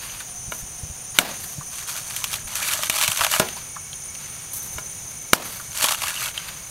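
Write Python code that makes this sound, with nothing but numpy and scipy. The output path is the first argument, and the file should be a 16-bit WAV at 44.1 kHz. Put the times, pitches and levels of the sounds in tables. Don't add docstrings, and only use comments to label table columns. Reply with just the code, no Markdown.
import sys
import numpy as np
from scipy import signal
from scipy.fft import rfft, irfft, next_fast_len
from scipy.io import wavfile

SR = 44100
rng = np.random.default_rng(int(sys.argv[2]) if len(sys.argv) > 2 else 0)


def master(y):
    cut = np.clip(np.atleast_2d(y).T, -1, 1)
    pcm = np.round(cut * 32767)
    wavfile.write(sys.argv[1], SR, pcm.astype(np.int16))


N = 295464
T = np.arange(N) / SR


def amp(db):
    return 10 ** (np.asarray(db) / 20)


def evened(x):
    return x / np.sqrt(np.mean(x ** 2) + 1e-20)


def add(mix, start_s, sound):
    part = mix[max(round(start_s * SR), 0):][:len(sound)]
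    part += sound[:len(part)]


def colour(x, points):
    hz, db = np.transpose(points)
    f = abs(np.fft.fftfreq(2048, 1 / SR))
    log_gain = np.log(amp(np.interp(np.log(f + 1), np.log(hz + 1), db)))
    min_phase = np.exp(np.conj(signal.hilbert(log_gain)))
    taps = np.fft.ifft(min_phase).real[:len(f) // 2]
    return signal.oaconvolve(x, taps / np.linalg.norm(taps))[:len(x)]


def band(x, lo_hz, hi_hz, order=2):
    sos = signal.butter(order, [lo_hz, min(hi_hz, SR / 2 - 1)], "band", fs=SR, output="sos")
    return signal.sosfilt(sos, x)


def resonate(x, hz, width_hz):
    return signal.lfilter(*signal.iirpeak(hz, hz / width_hz, fs=SR), x)


def drift(knots_per_s):
    knots = rng.standard_normal(4096)
    return np.interp(T * knots_per_s, np.arange(len(knots)), knots)


def crackle(per_s, spread_db):
    size = amp(spread_db * np.minimum(rng.exponential(1, N), 4.5))
    sign = rng.choice([-1, 1], N)
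    return evened(size * sign * (rng.random(N) < per_s / SR))


# [start_s, level_db, knock_decay_s, hardness_db_per_octave,
# cutting_hiss_db, lasting_ring_db, yard_echo_db]
BLOWS = [(0.5207, -16.5, 0.0044, 0, -22, -17, -21), (1.1869, 8, 0.0017, 9, -12.5, -20, -16),
         (2.897, -23.5, .002, -6.5, -30, -32, -25), (3.398, -4.5, 0.0066, -6, -22, -6, -12),
         (4.783, -18.5, 0.0046, 0, -13, -12, -23), (5.3324, 7, 0.0025, -0.5, -11.5, -34, -17),
         (5.8417, -9.5, 0.002, -2, -18, -29, -32)]
# [freq_hz, level_db, t60_s]
NUT_MODES = [(163, -14.5, 0.026), (374, -12, 0.26), (445, -13, 0.27), (634, -2.5, 0.19), (824, -10.5, 0.38),
             (1010, -0.5, 0.19), (1270, -2, 0.09), (1427, 3.5, 0.16), (1660, -2, 0.21), (2220, -0.5, 0.1),
             (2353, -5.5, 0.15), (2898, 0, 0.026), (3310, -9.5, .04), (3710, -5.5, .04)]
# [freq_hz, density_db_per_hz]
FIBRE_COLOUR = [(2500, -25.5), (4300, -3), (6000, 0.5), (9000, 0), (12500, -1), (15500, -12.5)]
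# [freq_hz, density_db_per_hz]
YARD_COLOUR = [(80, -9.5), (190, 4.5), (380, -3), (570, 3.5), (900, -1), (1500, -5), (3000, -6.5),
               (8000, -15.5), (15000, -15.5)]


def chops():
    out, t = np.zeros(N), T[:SR // 2]
    for start_s, level_db, decay_s, hardness_db, hiss_db, ring_db, echo_db in BLOWS:
        knock = np.zeros(len(t))
        for k, (hz, mode_db, t60_s) in enumerate(NUT_MODES):
            dying = np.exp(-t / decay_s) + amp(ring_db - 60 * t / t60_s)
            wave = np.sin(2 * np.pi * hz * t + 0.8 * rng.standard_normal())
            knock += (-1) ** k * amp(mode_db + hardness_db * np.log2(hz)) * dying * wave
        cutting = np.interp(t, [0, .001, .0042, .0056, .04], [0.36, 1, 0.56, 0.33, 0.0074])
        hiss = colour(rng.standard_normal(len(t)), FIBRE_COLOUR) * cutting
        reflections = (amp(-60 * t / 0.23) + 0.27 * amp(-60 * t / .5)) * (1 - np.exp(-t / 0.0011))
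        lumps = amp(2.4 * drift(138.6)[:len(t)])
        echo = colour(rng.standard_normal(len(t)) * lumps * reflections, YARD_COLOUR)
        blow = 1.23 * knock / abs(knock).max() + amp(hiss_db) * hiss + .5 * amp(echo_db) * echo
        add(out, start_s, amp(level_db) * blow)
    return out


# [time_s, tearing_db]
PULLS = [
    [(1.7, -49.5), (1.735, -39), (1.81, -35), (1.86, -45.5), (1.895, -29.5), (1.93, -37), (1.96, -28.5),
     (2.03, -40.5), (2.23, -33.5), (2.285, -41.5), (2.335, -29.9), (2.43, -47)],
    [(2.47, -38.5), (2.505, -36.5), (2.6, -29.5), (2.73, -25.5), (2.82, -32), (2.888, -29)],
    [(2.9, -32), (2.96, -24.5), (3.05, -25), (3.14, -33), (3.24, -25), (3.295, -35), (3.335, -23.5),
     (3.39, -29.5), (3.42, -33)],
    [(5.7, -46), (5.77, -32), (5.82, -24), (5.87, -25), (5.935, -27), (5.965, -36)],
    [(5.965, -37.5), (6.07, -26.5), (6.14, -37.5), (6.2, -32), (6.265, -28), (6.32, -44.5)],
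]
FLAP_DB = [1.7, 3.9, 4, 1.04, 4.2]
# [freq_hz, density_db_per_hz]
HUSK_COLOUR = [(150, -59), (250, -10), (468, -18), (572, -9), (822, -8), (944, -1.5), (1140, -1),
               (2000, -1), (2240, -0.5), (2670, 1), (2920, 1), (4090, -4.5), (5000, -2), (6500, -37.5),
               (11000, -120)]
PULL_EDGE_S = 0.0032
STRANDS_PER_S, STRAND_DECAY_S, STRANDS_DB = 45, 0.0026, -4.5


def tearing():
    out, t = np.zeros(N), T[:SR // 50]
    clumps = evened(amp(3.6 * drift(330) + 1.0 * drift(55)))
    coarse = crackle(2200, 1.3)
    fizz = colour(clumps * evened(coarse + 0.67 * crackle(12000, 4.0)), FIBRE_COLOUR)
    cracks = np.zeros(N)
    for hz, _, _ in NUT_MODES[3:]:
        cracks += resonate(crackle(110, 3.5) * amp(3.3 * drift(24)), hz, 130)
    body = evened(colour(0.92 * clumps * coarse + 0.57 * evened(cracks), HUSK_COLOUR))
    bursts = signal.oaconvolve(abs(crackle(STRANDS_PER_S, 1.7)), np.exp(-t / STRAND_DECAY_S))[:N]
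    runs = bursts * rng.standard_normal(N)
    strands = evened(colour(runs, HUSK_COLOUR) + colour(runs, FIBRE_COLOUR))
    for curve, flap_db in zip(PULLS, FLAP_DB):
        time_s, tearing_db = np.transpose(curve)
        gate = np.clip(np.minimum(T - time_s[0], time_s[-1] - T) / PULL_EDGE_S, 0, 1)
        pull = amp(np.interp(T, time_s, tearing_db)) * gate
        out += pull * (fizz + amp(flap_db - 6.5) * body + amp(STRANDS_DB) * strands)
    return out


# [start_s, level_db, dullness_db (more knock, less fizz)]
SNAPS = [(2.1632, -27, -10), (2.241, -18.5, -4.5), (2.3295, -26, -2.5), (2.3394, -21.5, -2.5),
         (2.5546, -26, -9.5), (2.735, -22.5, -8), (2.8336, -18.5, -0.5), (2.8975, -13.5, -3.5),
         (2.9847, -19, -1), (3.0121, -17, -1.5), (3.025, -17, -3), (3.0364, -16.5, -1.5),
         (3.0782, -14.5, -3), (3.117, -18.5, -4), (3.173, -22, -5), (3.191, -23, 2), (3.208, -16, 3.5),
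         (3.2152, -19, 9), (3.2463, -14, 0.5), (3.2652, -17, 2), (3.3367, -23.5, 10), (3.362, -26, 10),
         (3.397, -17.5, -9), (5.774, -33, -14.5), (5.8417, -14.5, -4), (5.8486, -23, 8.5),
         (5.885, -16.5, 0.5), (5.908, -25, 6), (5.9211, -19, -1.5), (6.0184, -22, 0), (6.036, -21.5, 3),
         (6.0816, -23, -4)]
SNAP_KNOCK_DB, SNAP_FIZZ_DB = -3.5, -3.5
FRAY_HALF_LENGTH_S, FRAY_DB = 0.0091, -18


def snaps():
    out, fraying, t = np.zeros(N), np.zeros(N), T[:SR // 20]
    for start_s, level_db, dull_db in SNAPS:
        run = rng.standard_normal(len(t)) * (np.exp(-t / 0.0032) + 0.046 * np.exp(-t / 0.013))
        run[0] = 6.5
        body = colour(run, HUSK_COLOUR)
        knock = amp(SNAP_KNOCK_DB + dull_db) * evened(band(body, 530, 1250))
        crack = evened(band(body, 1940, 4700))
        fizz = amp(SNAP_FIZZ_DB - dull_db) * evened(colour(run, FIBRE_COLOUR))
        add(out, start_s + .0006, amp(level_db - 12.5) * (knock + crack + fizz))
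        swell = np.exp(-((T - start_s - .005) / FRAY_HALF_LENGTH_S) ** 2)
        fraying += amp(level_db - dull_db + FRAY_DB) * swell
    return out + fraying * colour(crackle(5000, 2.0), FIBRE_COLOUR)


def creak():
    rubbing = np.interp(T, [6.08, 6.2, 6.27, 6.33], [0, 1, 1, 0])
    slips = crackle(720, 2.0)
    return amp(-42) * rubbing * evened(resonate(resonate(slips, 2660, 260), 2500, 260))


# [start_s, level_db, ring_hz, click_against_ring_db]
TAPS = [(.097, -28, 2760, -5), (.203, -31.5, 1530, 6.5), (1.61, -28.5, 1120, -30), (3.486, -25, 2980, 5.5),
        (3.566, -30.5, 915, 1), (3.762, -23.5, 1120, -16), (3.93, -24.5, 3200, -7), (4.151, -34, 2540, 7.5),
        (4.259, -36, 1910, 4), (5.597, -28, 1340, -5), (6.377, -14, 3100, -4)]
TAP_T60_CYCLES = 74


def taps():
    out, t = np.zeros(N), T[:SR // 8]
    for start_s, level_db, hz, click_db in TAPS:
        dying = amp(-60 * t * hz / TAP_T60_CYCLES)
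        touch = rng.standard_normal(len(t)) * dying
        ring = resonate(touch, hz, 340)
        ring += 0.1 * resonate(touch, hz * 0.91, 150) + 0.28 * resonate(touch, hz * 1.27, 220)
        click = amp(click_db) * evened(band(touch, 1050, 6500, order=1))
        knock = evened(band(ring, hz * 0.72, hz * 1.46)) + click
        add(out, start_s, amp(level_db - 4.5) * knock * np.sqrt(np.mean(dying ** 2)))
    return out


# [time_s, level_db, pitch_hz]
BUMPS = [(0.482, -29, 59), (0.629, -32, 46), (0.836, -27, 77), (0.902, -30.5, 73), (1.586, -26.5, 145),
         (2.45, -36.5, 32.12), (3.086, -30.5, 105), (3.207, -33.5, 80), (4.76, -34, 70)]


def bumps():
    out, t = np.zeros(N), T[:SR // 5]
    for time_s, level_db, hz in BUMPS:
        thud = np.sin(2 * np.pi * hz * t) + 0.45 * evened(band(rng.standard_normal(len(t)), 60, 157))
        envelope = np.exp(-t / 0.012) * (1 - np.exp(-t / 0.0029))
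        add(out, time_s - .004, amp(level_db + 6.0) * thud * envelope)
    return out


# [start_s, length_s, level_db, scrape_against_hiss_db]
SLIDES = [(-.04, 0.39, -42.5, 3), (0.511, 0.14, -40, -11), (1.142, 0.32, -42, 4), (1.395, 0.2, -41, -9),
          (3.447, 0.33, -47, 4), (4.18, 0.38, -51, 3), (4.53, 0.086, -29.5, -43), (4.62, 0.18, -39.5, -16),
          (5.44, 0.25, -39.5, -2.5), (6.337, 0.34, -50, 10)]
# [freq_hz, density_db_per_hz]
SACK_COLOUR = [(2000, -11), (5000, -9), (9000, 1.5), (11500, 4.5), (14000, 1.5), (16000, -10)]


def slides():
    grain = crackle(7000, 3.0) * amp(3.0 * drift(70))
    hiss, scrape = colour(grain, SACK_COLOUR), colour(grain, HUSK_COLOUR)
    out = np.zeros(N)
    for start_s, length_s, level_db, scrape_db in SLIDES:
        stroke = np.interp((T - start_s) / length_s, [0, .05, .5, 1], [0.0071, 0.97, 0.68, 0.031])
        out += amp(level_db) * stroke * (hiss + amp(scrape_db) * scrape)
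    return out


# [start_s, stop_s, pitch_hz, chirps_per_s, level_db]
CRICKETS = [(0, 4.5, 9100, 3.5, -41.5), (0, 4.9, 9385, 7.5, -39.5), (.4, 6, 9600, 3, -43.5)]
CHIRP_S, CHIRP_SCATTER_HZ, CHIRP_SCATTER_DB, CHIRP_JITTER_S = 0.094, 55.7, 1, 0.035


def crickets():
    out, t = np.zeros(N), T[:round(CHIRP_S * SR)]
    for start_s, stop_s, hz, per_s, level_db in CRICKETS:
        chance = rng.standard_normal((100, 3))
        for s, (late, sharp, loud) in zip(np.arange(start_s, stop_s, 1 / per_s), chance):
            chirp_hz = hz + CHIRP_SCATTER_HZ * sharp
            chirp = np.sin(2 * np.pi * chirp_hz * t) * np.hanning(len(t))
            add(out, s + CHIRP_JITTER_S * late, amp(level_db + CHIRP_SCATTER_DB * loud) * chirp)
    flutter = 1 + 0.58 * evened(band(rng.standard_normal(N), 20, 106))
    return out * flutter


def blur(hz, width_hz, rms_db):
    size = next_fast_len(N)
    f = np.fft.rfftfreq(size, 1 / SR)
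    spectrum = rfft(rng.standard_normal(size)) / (1 + (2 * (f - hz) / width_hz) ** 4) ** 0.58
    voices = irfft(spectrum, size)[:N]
    throb = amp(1.2 * drift(90) + .5 * drift(2.5))
    return amp(rms_db) * evened(voices * throb)


def between(start_s, stop_s):
    return np.clip(np.minimum(T - start_s, stop_s - T) / 0.021, 0, 1)


# [freq_hz, width_hz, rms_db]
CHORUS = [(6020, 28, -51), (6370, 1340, -46), (6700, 130, -47), (8820, 390, -48.5), (9280, 430, -49.5),
          (9480, 63, -46.5)]
# [start_s, stop_s, freq_hz, width_hz, level_db]
TONES = [(0.27, 2.2, 731, 42, -58), (3.4, 7.5, 2230, 61, -54)]
# [start_s, stop_s, freq_hz, width_hz, level_db]
TRILLS = [(-.4, 3.3, 6115, 15, -44), (-.4, 3.3, 6270, 54, -43.5), (3, 5.4, 6200, 82, -41),
          (4.5, 6.8, 6246, 50, -44)]
WING_HZ, BELOW_DB, ABOVE_DB = 592, -13, -9


def far_sounds():
    out = sum(blur(*row) for row in CHORUS)
    for start_s, stop_s, hz, width_hz, level_db in TONES:
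        out += between(start_s, stop_s) * blur(hz, width_hz, level_db)
    for start_s, stop_s, hz, width_hz, level_db in TRILLS:
        trill = blur(hz, width_hz, level_db)
        trill += blur(hz - WING_HZ, width_hz, level_db + BELOW_DB)
        trill += blur(hz + WING_HZ, width_hz, level_db + ABOVE_DB)
        out += between(start_s, stop_s) * trill
    return out


# [freq_hz, density_db_per_hz]
AIR_COLOUR = [(25, -6.5), (140, 2.5), (270, -13.5), (380, -11), (740, -10.5), (1150, -12.5), (2000, -14),
              (2500, -12.5), (4800, -17.5), (7000, -14), (11000, -16), (15500, -21)]
HUSH_DB, RUMBLE_DB = -42.5, -55.5


def air():
    hush = colour(rng.standard_normal(N), AIR_COLOUR) * amp(.7 * drift(4.5))
    rumble = evened(band(rng.standard_normal(N), 36, 160)) * amp(2.7 * drift(9))
    return amp(HUSH_DB) * hush + amp(RUMBLE_DB) * rumble


def scene():
    husk = tearing() + snaps() + creak() + taps()
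    t = T[:SR // 3]
    tail = colour(rng.standard_normal(len(t)), YARD_COLOUR) * amp(-60 * t / 0.15)
    echo = signal.oaconvolve(husk, tail / np.linalg.norm(tail))[:N]
    mono = chops() + husk + amp(-19) * echo + bumps() + slides() + far_sounds() + crickets() + air()
    return np.array([mono, mono])


THRESHOLD_DB, RECOVERY_DB_PER_S, EDGE_HZ = -13, 125, 15800


def record(dry):
    power = signal.lfilter(*signal.butter(1, 60, fs=SR), (dry ** 2).mean(0))
    over_db = np.maximum(10 * np.log10(abs(power) + 1e-12) - THRESHOLD_DB, 0)
    fall_db = T * RECOVERY_DB_PER_S
    held_db = np.maximum.accumulate(over_db + fall_db) - fall_db
    duck_db = signal.lfilter(*signal.butter(1, 35, fs=SR), held_db)
    ducked = dry * amp(-duck_db)
    clipped = ducked / (1 + ducked ** 8) ** (1 / 8)
    low_pass = signal.firwin(601, EDGE_HZ, window=("kaiser", 7), fs=SR)
    return signal.oaconvolve(clipped, low_pass[None], "same")


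dry = scene()
out = record(dry)
master(out)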